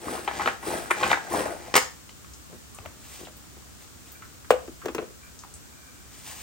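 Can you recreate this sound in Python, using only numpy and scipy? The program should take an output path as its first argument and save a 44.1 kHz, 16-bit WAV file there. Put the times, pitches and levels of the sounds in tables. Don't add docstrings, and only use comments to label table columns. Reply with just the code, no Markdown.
import sys
import numpy as np
from scipy import signal
from scipy.fft import rfft, irfft
from scipy.io import wavfile

SR = 44100
rng = np.random.default_rng(int(sys.argv[2]) if len(sys.argv) > 2 else 0)


def digitize_waveform(pressure):
    field = np.atleast_2d(pressure).T
    bounded = np.clip(field, -1, 1)
    quanta = np.round(bounded * 32767).astype(np.int16)
    wavfile.write(sys.argv[1], SR, quanta)


N = 283286
T = np.arange(N) / SR
HIT_T = T[:SR // 3]
TOP_HZ = 16000

# (start [s], run-up [s], meat level [dB], relative cord level [dB])
PULLS = [(-.02, 0.13, -36.5, -47), (0.593, 0.13, -34, -44.5), (1.275, 0.085, -30.5, -43.5)]
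# (frequency [Hz], gain [dB])
MEAT_SPECTRUM = [(50, -21), (120, -12.5), (220, 0.5), (350, 2), (700, -3.5), (1000, -11), (1400, 1),
                 (2200, -10), (3500, -21.5), (6000, -18), (10000, -39), (16000, -65)]
# (frequency [Hz], width [Hz], gain [dB])
HOUSING_MODES = [(350, 50, 0), (506, 40, -3), (845, 160, 1), (1290, 140, -6), (1600, 380, 1.5),
                 (1980, 200, -3), (2375, 120, -3), (2970, 400, -4), (3700, 500, -3)]
# (time [s], level [dB], pitch [Hz])
CHUNKS = [(0.083, -32.5, 1220), (0.129, -39, 515), (0.712, -38, 394), (0.734, -34.5, 790),
          (1.252, -46, 745), (1.338, -29, 680), (1.347, -28.5, 960), (1.383, -30.5, 515),
          (1.46, -30.5, 605), (1.481, -37, 1240), (1.683, -42.5, 680)]
PULL_HOLD_S, COAST_DB_PER_S, MEAT_EXPONENT = 0.018, 102, 0.86


def chopping():
    flurry = undb(2.5 * walk(150))
    shreds = (grains(500, spread_db=1) + 1.5 * grains(3000, spread_db=0)) * flurry
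    meat = unit(body(colour(shreds, MEAT_SPECTRUM), HOUSING_MODES[:3]))
    out = np.zeros(N)
    for s, rise_s, meat_db, _ in PULLS:
        speed = spin(s, rise_s, PULL_HOLD_S, COAST_DB_PER_S)
        out += meat * undb(meat_db) * speed ** MEAT_EXPONENT + blades(speed, meat_db - 2)
    for s, db, hz in CHUNKS:
        add(out, s, blow(slap(hz), db))
    return out


def blades(speed, db, top_rate_hz=91.55, median_hz=623, spread_octaves=.75, jitter_s=.0012):
    pass_count = np.cumsum(top_rate_hz * np.sqrt(speed)) / SR
    passes = np.flatnonzero(np.diff(np.floor(pass_count)))
    out = np.zeros(N)
    for i, (smallness, strength, lateness) in zip(passes, rng.standard_normal((64, 3))):
        hz = median_hz * 2 ** (spread_octaves * np.clip(smallness, -1.5, 2))
        hit = speed[i] ** MEAT_EXPONENT * blow(slap(hz), db + 3 * strength)
        add(out, max(i / SR + lateness * jitter_s, 0), hit)
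    return out


def slap(hz, decay_cycles=2.1):
    return np.sin(2 * np.pi * hz * HIT_T) * np.exp(-HIT_T * hz / decay_cycles)


# (frequency [Hz], gain [dB])
CORD_SPECTRUM = [(2500, -1), (4500, -4), (7000, -12), (9000, -8), (10400, -6), (16000, -10.5)]
# (frequency [Hz], width [Hz], gain [dB])
CORD_BANDS = [(8130, 260, 10), (9700, 400, 12)]
# (time [s], level [dB])
WHIPS = [(0.908, -33), (1.076, -41), (1.328, -38)]


def pull_cord():
    fibres = grains(9000, spread_db=1) * undb(2.5 * walk(180))
    rasp = unit(body(colour(fibres, CORD_SPECTRUM), CORD_BANDS)) * undb(6.5)
    out = np.zeros(N)
    for s, rise_s, _, db in PULLS:
        out += rasp * undb(db) * spin(s, rise_s, PULL_HOLD_S, COAST_DB_PER_S) ** 0.78
    for s, db in WHIPS:
        add(out, s, blow(band(contact(0.059, chatter=4.7), 9400, 2600), db))
    return out


# (time [s], pitch [Hz], level [dB])
WHINE = [(1.275, 600, -52), (1.3, 820, -43), (1.33, 1130, -39), (1.365, 1330, -39), (1.41, 1040, -43),
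         (1.47, 800, -50), (1.525, 630, -42), (1.56, 480, -56)]


def spindle_whine(roughness=0.06):
    s, hz, db = np.transpose(WHINE)
    pitch_hz = np.interp(T, s, hz) * (1 + roughness * walk(400))
    gain = np.interp(T, s, undb(db), left=0, right=0) * undb(3.5 * walk(180))
    return np.sqrt(2) * np.sin(2 * np.pi * np.cumsum(pitch_hz) / SR) * gain


# (start [s], run-up [s], hold [s], level [dB])
REWINDS = [(.19, 0.27, 0.026, -35.5), (.87, 0.22, 0.031, -31), (1.53, 0.12, 0.068, -48)]
# (start [s], length [s], level [dB])
IDLING = [(.5, 0.17, -59.5), (1.18, 0.15, -47)]
# (frequency [Hz], gain [dB])
SPOOL_SPECTRUM = [(60, -0.5), (180, 4.5), (350, 5), (800, 2.5), (1500, -3), (2400, -3.5), (3500, -9.5),
                  (5000, -8), (8000, -11), (11000, -14.5), (16000, -21)]


def rewinding(tooth_hz=118, decay_teeth=0.9, brake_db_per_s=208):
    tooth_phase = np.cumsum(tooth_hz * (1 + 0.051 * walk(65))) / SR % 1
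    scrape = grains(3000, spread_db=0) * (2.1 + np.exp(-tooth_phase / decay_teeth))
    gain = sum(undb(db) * spin(s, rise_s, hold_s, brake_db_per_s) for s, rise_s, hold_s, db in REWINDS)
    idle = unit(colour(grains(4000, spread_db=1), SPOOL_SPECTRUM)) * rubs(IDLING)
    return unit(body(colour(scrape, SPOOL_SPECTRUM), HOUSING_MODES)) * gain + idle


# (time [s], level [dB], chatter t60 [s], favoured tone [Hz], treble [dB])
KNOCKS = [(.277, -22.5, 0.067, 784, -4.5), (.312, -34.5, 0.033, 800, -14), (.396, -26, 0.099, 856, -10),
          (.409, -26.5, 0.17, 1300, -11), (0.459, -23.5, 0.028, 1200, 0.5), (0.475, -19.5, 0.012, 810, -5),
          (.481, -24, 0.087, 1710, -5), (.628, -39, 0.099, 1347, -11), (0.904, -32, 0.03, 900, -9),
          (0.9079, -21, 0.035, 510, -7), (.911, -18.5, 0.043, 1670, -2.5), (1.011, -32, 0.015, 1000, -6),
          (1.028, -24.5, 0.033, 840, -16), (1.032, -19, 0.11, 1320, 1.5), (1.063, -30, 0.025, 870, -10),
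          (1.1, -23.5, 0.066, 1600, -3), (1.1157, -18.5, 0.012, 990, -1), (1.1301, -16.5, 0.048, 1570, -10),
          (1.173, -32, 0.032, 850, -7), (1.269, -39, 0.049, 1752, -27), (2.093, -48.5, 0.018, 1420, 15),
          (2.246, -51, 0.012, 1300, 1), (4.446, -48.5, 0.038, 1350, -1)]
# (frequency [Hz], gain [dB])
KNOCK_SPECTRUM = [(60, -28), (200, -15), (400, -3), (800, 0), (1400, 0), (2200, -1), (3300, -8),
                  (4200, -14), (5000, -19), (9000, -22), (16000, -30)]
# (time [s], level [dB])
CRACKS = [(.475, -35), (1.0325, -31), (1.1149, -27), (1.1294, -28)]
# (frequency [Hz], gain [dB])
CRACK_SPECTRUM = [(500, -16), (1100, -4), (1650, 2), (2400, -2), (3200, -3), (4000, -4), (5000, -18),
                  (16000, -28)]


def knocks(scatter_db=6, tone_db=3.5):
    out = np.zeros(N)
    for s, db, t60_s, tone_hz, treble_db in KNOCKS:
        modes = [(hz, width_hz, mode_db + scatter_db * rng.standard_normal())
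                 for hz, width_hz, mode_db in HOUSING_MODES]
        push = colour(contact(t60_s, chatter=6.2), KNOCK_SPECTRUM)
        push = colour(push, [(1800, 0), (4000, treble_db)])
        push = body(push, [(tone_hz, tone_hz / 2, tone_db)])
        add(out, s, blow(body(push, modes), db))
    for s, db in CRACKS:
        add(out, s, blow(colour(contact(0.0032, chatter=1), CRACK_SPECTRUM), db))
    return out


# (time [s], level [dB], spring level [dB], top treble [dB])
SNAPS = [(1.7405, -20.5, -48, -17), (1.7542, -14.5, -36, -2), (1.7628, -15.5, -37, 3),
         (1.7664, -16, -29, 8), (1.7769, -17.5, -30, -13)]
# (frequency [Hz], gain [dB])
SNAP_SPECTRUM = [(60, -22), (170, -7.5), (400, 0), (700, 2), (1300, .5), (2000, .5), (3000, -5),
                 (5000, -11.5), (8000, -11.5), (16000, -19)]
# (frequency [Hz], width [Hz], gain [dB])
HANDLE_MODES = [(506, 30, -2), (1260, 45, -1), (1590, 50, -1), (1805, 40, 0), (1954, 40, -1), (4860, 60, 1),
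                (5210, 60, 2), (5502, 120, -4), (6718, 120, -3), (7122, 70, 1)]
# (frequency [Hz], width [Hz], gain [dB])
SPRING_MODES = [(2272, 120, -7), (3451, 250, -6), (4296, 200, -7), (4870, 80, 1), (5210, 120, -1),
                (5507, 250, -5), (6385, 120, -3), (6760, 160, -2), (7122, 120, -2), (8290, 200, -7),
                (10200, 700, -11)]


def handle_snap(shiver_t60_s=0.31):
    out = np.zeros(N)
    for s, db, spring_db, top_db in SNAPS:
        rattle = colour(contact(.036, chatter=3), [(7000, 0), (13000, top_db)])
        add(out, s, blow(body(colour(rattle, SNAP_SPECTRUM), HANDLE_MODES), db))
        shiver = contact(shiver_t60_s, chatter=4.3)
        add(out, s, blow(resonances(shiver, SPRING_MODES), spring_db))
    return out


# (start [s], length [s], level [dB])
TWISTS = [(2.738, 0.093, -56), (2.835, .05, -57)]
# (time [s], click level [dB], thud level [dB])
LUGS = [(2.7868, -43, -44), (2.852, -47, -52), (2.8588, -38, -46.5)]
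# (frequency [Hz], gain [dB])
LUG_SPECTRUM = [(100, -10), (350, -11), (700, 5), (1200, 2), (1900, -1), (2600, -4), (3600, -12),
                (5000, -22), (16000, -24)]


def lid_twist(scrape_hz=1150, thud_hz=95):
    out = unit(steep_band(grains(700, spread_db=0), scrape_hz, 130)) * rubs(TWISTS)
    for s, click_db, thud_db in LUGS:
        add(out, s, blow(colour(contact(0.021, chatter=2.5), LUG_SPECTRUM), click_db))
        add(out, s, blow(steep_band(contact(.1, chatter=2), thud_hz, 40), thud_db))
    return out


# (time [s], thump [dB], pitch [Hz], clack [dB], click [dB], click pitch [Hz], thump lag [s])
BUMPS = [(3.271, -34.5, 560, -48, -67, 5500, 0.00096), (3.568, -41, 354, -57, -68, 5500, 0.00076),
         (4.5055, 1.5, 475, -18.5, -29.5, 8600, 0.00049), (4.678, -28, 332, -50, -61, 5500, 0.0035),
         (4.857, -16.5, 382, -36.5, -42.5, 5700, 0.0027), (4.8839, -24, 350, -35, -52, 5500, 0.0053),
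         (4.9481, -20, 357, -34.5, -39, 6000, 0.0014), (4.9826, -17.5, 410, -32, -63, 5500, 0.0045),
         (5.026, -29, 433, -50, -67, 5500, 0.0012), (5.4358, -33.5, 926, -54, -62, 5500, 0.00083)]
# (frequency [Hz], gain [dB])
CLACK_SPECTRUM = [(100, -22), (300, -8), (700, -1), (1100, 3), (1600, -1), (2150, -7), (2700, -2),
                  (3400, -11), (4100, -17), (5000, -28), (16000, -50)]
# (frequency [Hz], gain [dB])
CLICK_SPECTRUM = [(1000, -51), (2800, -25), (4200, 7), (5200, 5), (7000, 8), (8600, 3.5), (11000, 3),
                  (14000, 5.5)]
# (frequency [Hz], level [dB], t60 [s])
LID_MODES = [(509.7, -23.5, 0.25), (560, -33, .15)]


def counter_bumps(rock_s=.011, rock_max_db=-26, lid_down_s=4.506):
    out = np.zeros(N)
    for s, db, pitch_hz, clack_db, click_db, click_hz, lag_s in BUMPS:
        add(out, s + lag_s, undb(db) * thump(pitch_hz))
        add(out, s + lag_s + rock_s, undb(min(db - 5, rock_max_db)) * thump(pitch_hz * .85))
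        add(out, s, blow(colour(contact(0.076, chatter=1.5), CLACK_SPECTRUM), clack_db))
        click = colour(contact(.03, chatter=3), CLICK_SPECTRUM)
        add(out, s, blow(body(click, [(click_hz, click_hz / 3, 3)]), click_db))
    for hz, db, t60_s in LID_MODES:
        add(out, lid_down_s, undb(db) * np.sin(2 * np.pi * hz * HIT_T) * decay(t60_s))
    return out


# (frequency [x pitch], gain [dB], t60 [s])
THUMP_MODES = [(.56, -27, .04), (1, 0, .028), (1.1, -7, .028), (1.045, -29, .15), (1.35, -29, .04),
               (1.95, -17, .012), (2.3, -14, .016), (3.2, -25, .025)]


def thump(pitch_hz, stiffening=1.2, contact_s=0.0008, rise_s=0.0011):
    warped_s = HIT_T + stiffening * contact_s * (1 - np.exp(-HIT_T / contact_s))
    ring = sum(undb(db) * np.sin(2 * np.pi * ratio * pitch_hz * warped_s) * decay(t60_s)
               for ratio, db, t60_s in THUMP_MODES)
    return ring * (1 - np.exp(-HIT_T / rise_s))


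# (start [s], length [s], level [dB])
BRUSHES = [(2.99, 0.29, -48), (3.8, 0.057, -52), (4.05, 0.076, -52.5), (6.1, 0.14, -51), (6.23, 0.11, -42),
           (6.31, 0.2, -43.5)]
# (frequency [Hz], gain [dB])
BRUSH_SPECTRUM = [(200, -15), (700, 1), (2400, 2), (4500, -1), (8500, 0), (16000, -5)]


def brushing():
    friction = unit(colour(grains(9000, spread_db=1), BRUSH_SPECTRUM))
    return friction * undb(1.2 * walk(40)) * rubs(BRUSHES)


# (start [s], length [s], level [dB])
DRAGS = [(2.49, 0.087, -49.5), (2.8, 0.1, -55.5), (3.18, 0.087, -47), (4.835, 0.064, -38.5),
         (4.95, 0.11, -42), (5.06, 0.069, -53.5)]
# (frequency [Hz], gain [dB])
DRAG_SPECTRUM = [(60, -13), (150, -1), (300, 1), (520, 1), (850, -14), (1400, -12.5), (3000, -28),
                 (16000, -98)]


def bowl_drag():
    return unit(colour(grains(700, spread_db=1.5), DRAG_SPECTRUM)) * rubs(DRAGS)


# (start [s], length [s], level [dB])
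SQUEAKS = [(4.13, 0.09, -58), (5.21, 0.097, -53.5), (5.54, 0.57, -61)]
# (frequency [Hz], width [Hz], gain [dB])
SQUEAK_BANDS = [(1190, 170, -13), (1520, 160, -0.5), (2363, 150, -7)]


def finger_squeaks():
    slips = grains(900, spread_db=6)
    squeak = sum(undb(db) * steep_band(slips, hz, width_hz) for hz, width_hz, db in SQUEAK_BANDS)
    return unit(squeak) * rubs(SQUEAKS)


# (time [s], level [dB], pitch [Hz])
TICKS = [(2.094, -55, 4300), (2.336, -49, 6500), (2.747, -46.5, 9200), (3.251, -49, 3360),
         (3.369, -49, 13700), (4.119, -44, 14300), (4.2225, -41.5, 1440), (4.817, -42, 1400),
         (5.391, -46, 6040), (5.54, -44.5, 8450)]


def ticks():
    out = np.zeros(N)
    for s, db, hz in TICKS:
        add(out, s, blow(steep_band(contact(0.15, chatter=1.7), hz, hz / 2), db))
    return out


# (frequency [Hz], gain [dB])
AIR_SPECTRUM = [(20, 1.5), (40, -1.5), (65, 4), (100, 1), (160, -6), (280, -5), (500, -13), (900, -15.5),
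                (1300, -12.5), (2000, -18.5), (4000, -21.5), (16000, -34)]
# (frequency [Hz], gain [dB])
HISS_SPECTRUM = [(1000, -10), (4000, -2.5), (7200, 3.5), (10000, -2.5), (16000, -4.5)]


def background(air_db=-52, hum_db=-60, hum_hz=65, hiss_db=-55):
    mid, side = (unit(colour(rng.standard_normal(N), AIR_SPECTRUM)) * undb(1.2 * walk(2.4))
                 for _ in range(2))
    side = colour(side, [(40, -40), (80, -3), (150, 8.5), (400, -2), (1500, 0.5), (15000, 2)])
    hum = unit(steep_band(rng.standard_normal(N), hum_hz, 5.6))
    hiss = [undb(hiss_db) * unit(colour(rng.standard_normal(N), HISS_SPECTRUM)) for _ in range(2)]
    mid = undb(air_db) * mid + undb(hum_db) * hum + hiss[0]
    side = undb(air_db) * side + undb(-0.5) * hiss[1]
    return np.array([mid + side, mid - side])


# (frequency [Hz], gain [dB])
WALL_SPECTRUM = [(600, 1.5), (1500, -17), (6000, -2)]


def wall_echoes(x):
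    dulled = colour(x, WALL_SPECTRUM)
    return x + sum(undb(db) * np.interp(T - delay_s, T, dulled)
                   for delay_s, db in [(.0156, -13), (.0335, -17)])


# (frequency [Hz], t60 [s])
ROOM_T60 = [(100, .33), (500, .35), (2000, .31), (6000, .3), (16000, .2)]
# (frequency [Hz], gain [dB])
ROOM_SPECTRUM = [(60, -12), (300, -10), (600, -8), (1500, -5), (4000, -6), (8000, -5), (16000, -8)]


def room(x):
    t = T[:SR // 2]
    hz = np.fft.rfftfreq(len(t), 1 / SR)
    edges_hz = np.append(0, np.geomspace(TOP_HZ / 64, TOP_HZ, num=7))
    noise = np.exp(2j * np.pi * rng.random(len(hz)))
    tail = sum(irfft(noise * ((hz >= lo) & (hz < hi)), len(t)) * decay(read(ROOM_T60, (lo + hi) / 2), t)
               for lo, hi in zip(edges_hz, edges_hz[1:]))
    tail *= 1 - np.exp(-t / 0.00046)
    return signal.fftconvolve(x, colour(tail / np.linalg.norm(tail), ROOM_SPECTRUM))[:N]


# (frequency [Hz], gain [dB])
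PORT_RESPONSE = [(3000, 1), (4200, 1), (6300, 2), (9000, 4.5), (11000, -7), (13500, 2)]
# (frequency [Hz], difference [dB])
LEFT_BIAS = [(100, 1.5), (380, 3.5), (800, 4.5), (1500, 0), (2400, 1), (4400, 1), (8000, 0)]


def ports(x, wet_db, turn_hz):
    x = colour(x, PORT_RESPONSE)
    left = colour(x, [(hz, db / 2) for hz, db in LEFT_BIAS])
    turned = x - 2 * band(x, turn_hz, turn_hz / 3)
    right = colour(turned, [(hz, -db / 2) for hz, db in LEFT_BIAS])
    return np.array([side + undb(wet_db) * room(side) for side in (left, right)])


# (frequency [Hz], difference [dB])
PHONE_LEAN = [(4000, 0), (6300, 3), (7500, 4), (8700, 0)]


def phone_stereo(x, right_lag_s=.00003, shared_hz=8230, turn_hz=11300):
    hz = np.fft.rfftfreq(N, 1 / SR)
    left, right = rfft(x)
    shared = 1 / (1 + (shared_hz / (hz + 1)) ** 20)
    lagged = right * np.exp(-2j * np.pi * hz * right_lag_s)
    right = (1 - shared) ** .5 * lagged + shared ** .5 * left
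    lean = undb(read(PHONE_LEAN, hz) / 2)
    left, right = irfft(left * lean, N), irfft(right / lean, N)
    return np.array([left, right - 2 * band(right, turn_hz, 3500)])


def spin(start_s, rise_s, hold_s, fall_db_per_s):
    t = T - start_s
    run_up = np.sin(np.pi / 2 * np.clip(t / rise_s, 0, 1)) ** 2
    return run_up * undb(-fall_db_per_s * np.maximum(t - rise_s - hold_s, 0))


def rubs(rows):
    return sum(undb(db) * np.abs(np.sin(np.pi * np.clip((T - s) / length_s, 0, 1))) ** 0.64
               for s, length_s, db in rows)


def contact(t60_s, chatter):
    buzz = rng.standard_normal(len(HIT_T)) * decay(t60_s)
    return chatter * buzz / np.linalg.norm(buzz) + (HIT_T == 0)


def grains(rate_hz, spread_db):
    impacts = (rng.random(N) < rate_hz / SR) * rng.standard_normal(N)
    return unit(impacts * undb(spread_db * rng.exponential(size=N).clip(0, 3)))


def walk(rate_hz):
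    steps = rng.standard_normal(N // 10)
    return np.interp(T * rate_hz, np.arange(len(steps)), steps)


def decay(t60_s, t=HIT_T):
    return np.exp(-np.log(1000) * t / t60_s)


def band(x, hz, width_hz):
    return signal.lfilter(*signal.iirpeak(min(hz, TOP_HZ), hz / width_hz, fs=SR), x)


def steep_band(x, hz, width_hz):
    return band(band(x, hz, width_hz), hz, width_hz)


def resonances(x, modes):
    return sum(undb(db) * band(x, hz, width_hz) for hz, width_hz, db in modes)


def body(x, modes):
    return x + resonances(x, modes)


def colour(x, spectrum, size=2048):
    cepstrum = irfft(np.log(undb(read(spectrum, np.fft.rfftfreq(size, 1 / SR)))))
    cepstrum[1:size // 2] *= 2
    response = irfft(np.exp(rfft(cepstrum[:size // 2], size)))
    return signal.fftconvolve(x, response)[:len(x)]


def read(points, hz):
    points_hz, values = np.transpose(points)
    return np.interp(np.log(hz + 1), np.log(points_hz), values)


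def undb(db):
    return 10 ** (np.asarray(db) / 20)


def unit(x):
    return x / np.sqrt(np.mean(x ** 2))


def blow(x, db):
    return x * undb(db) * np.sqrt(SR / 100 / np.sum(x ** 2))


def add(out, s, x):
    i = int(s * SR)
    out[i:i + len(x)] += x[:N - i]


def scene():
    chopper = chopping() + pull_cord() + spindle_whine() + rewinding()
    handling = brushing() + bowl_drag() + finger_squeaks()
    rubbing = ports(chopper + handling, wet_db=0, turn_hz=1430)
    hits = ports(knocks() + handle_snap() + ticks() + lid_twist(), wet_db=-3, turn_hz=1750)
    bumps = ports(wall_echoes(counter_bumps()), wet_db=-6, turn_hz=3200)
    return rubbing + hits + bumps + background()


def record(dry):
    x = signal.sosfilt(signal.butter(3, 47, "high", fs=SR, output="sos"), phone_stereo(dry))
    rounded = np.tanh(.9 * x) / .9
    return signal.sosfilt(signal.ellip(10, .2, 80, TOP_HZ, fs=SR, output="sos"), rounded)


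dry = scene()
out = record(dry)
digitize_waveform(out)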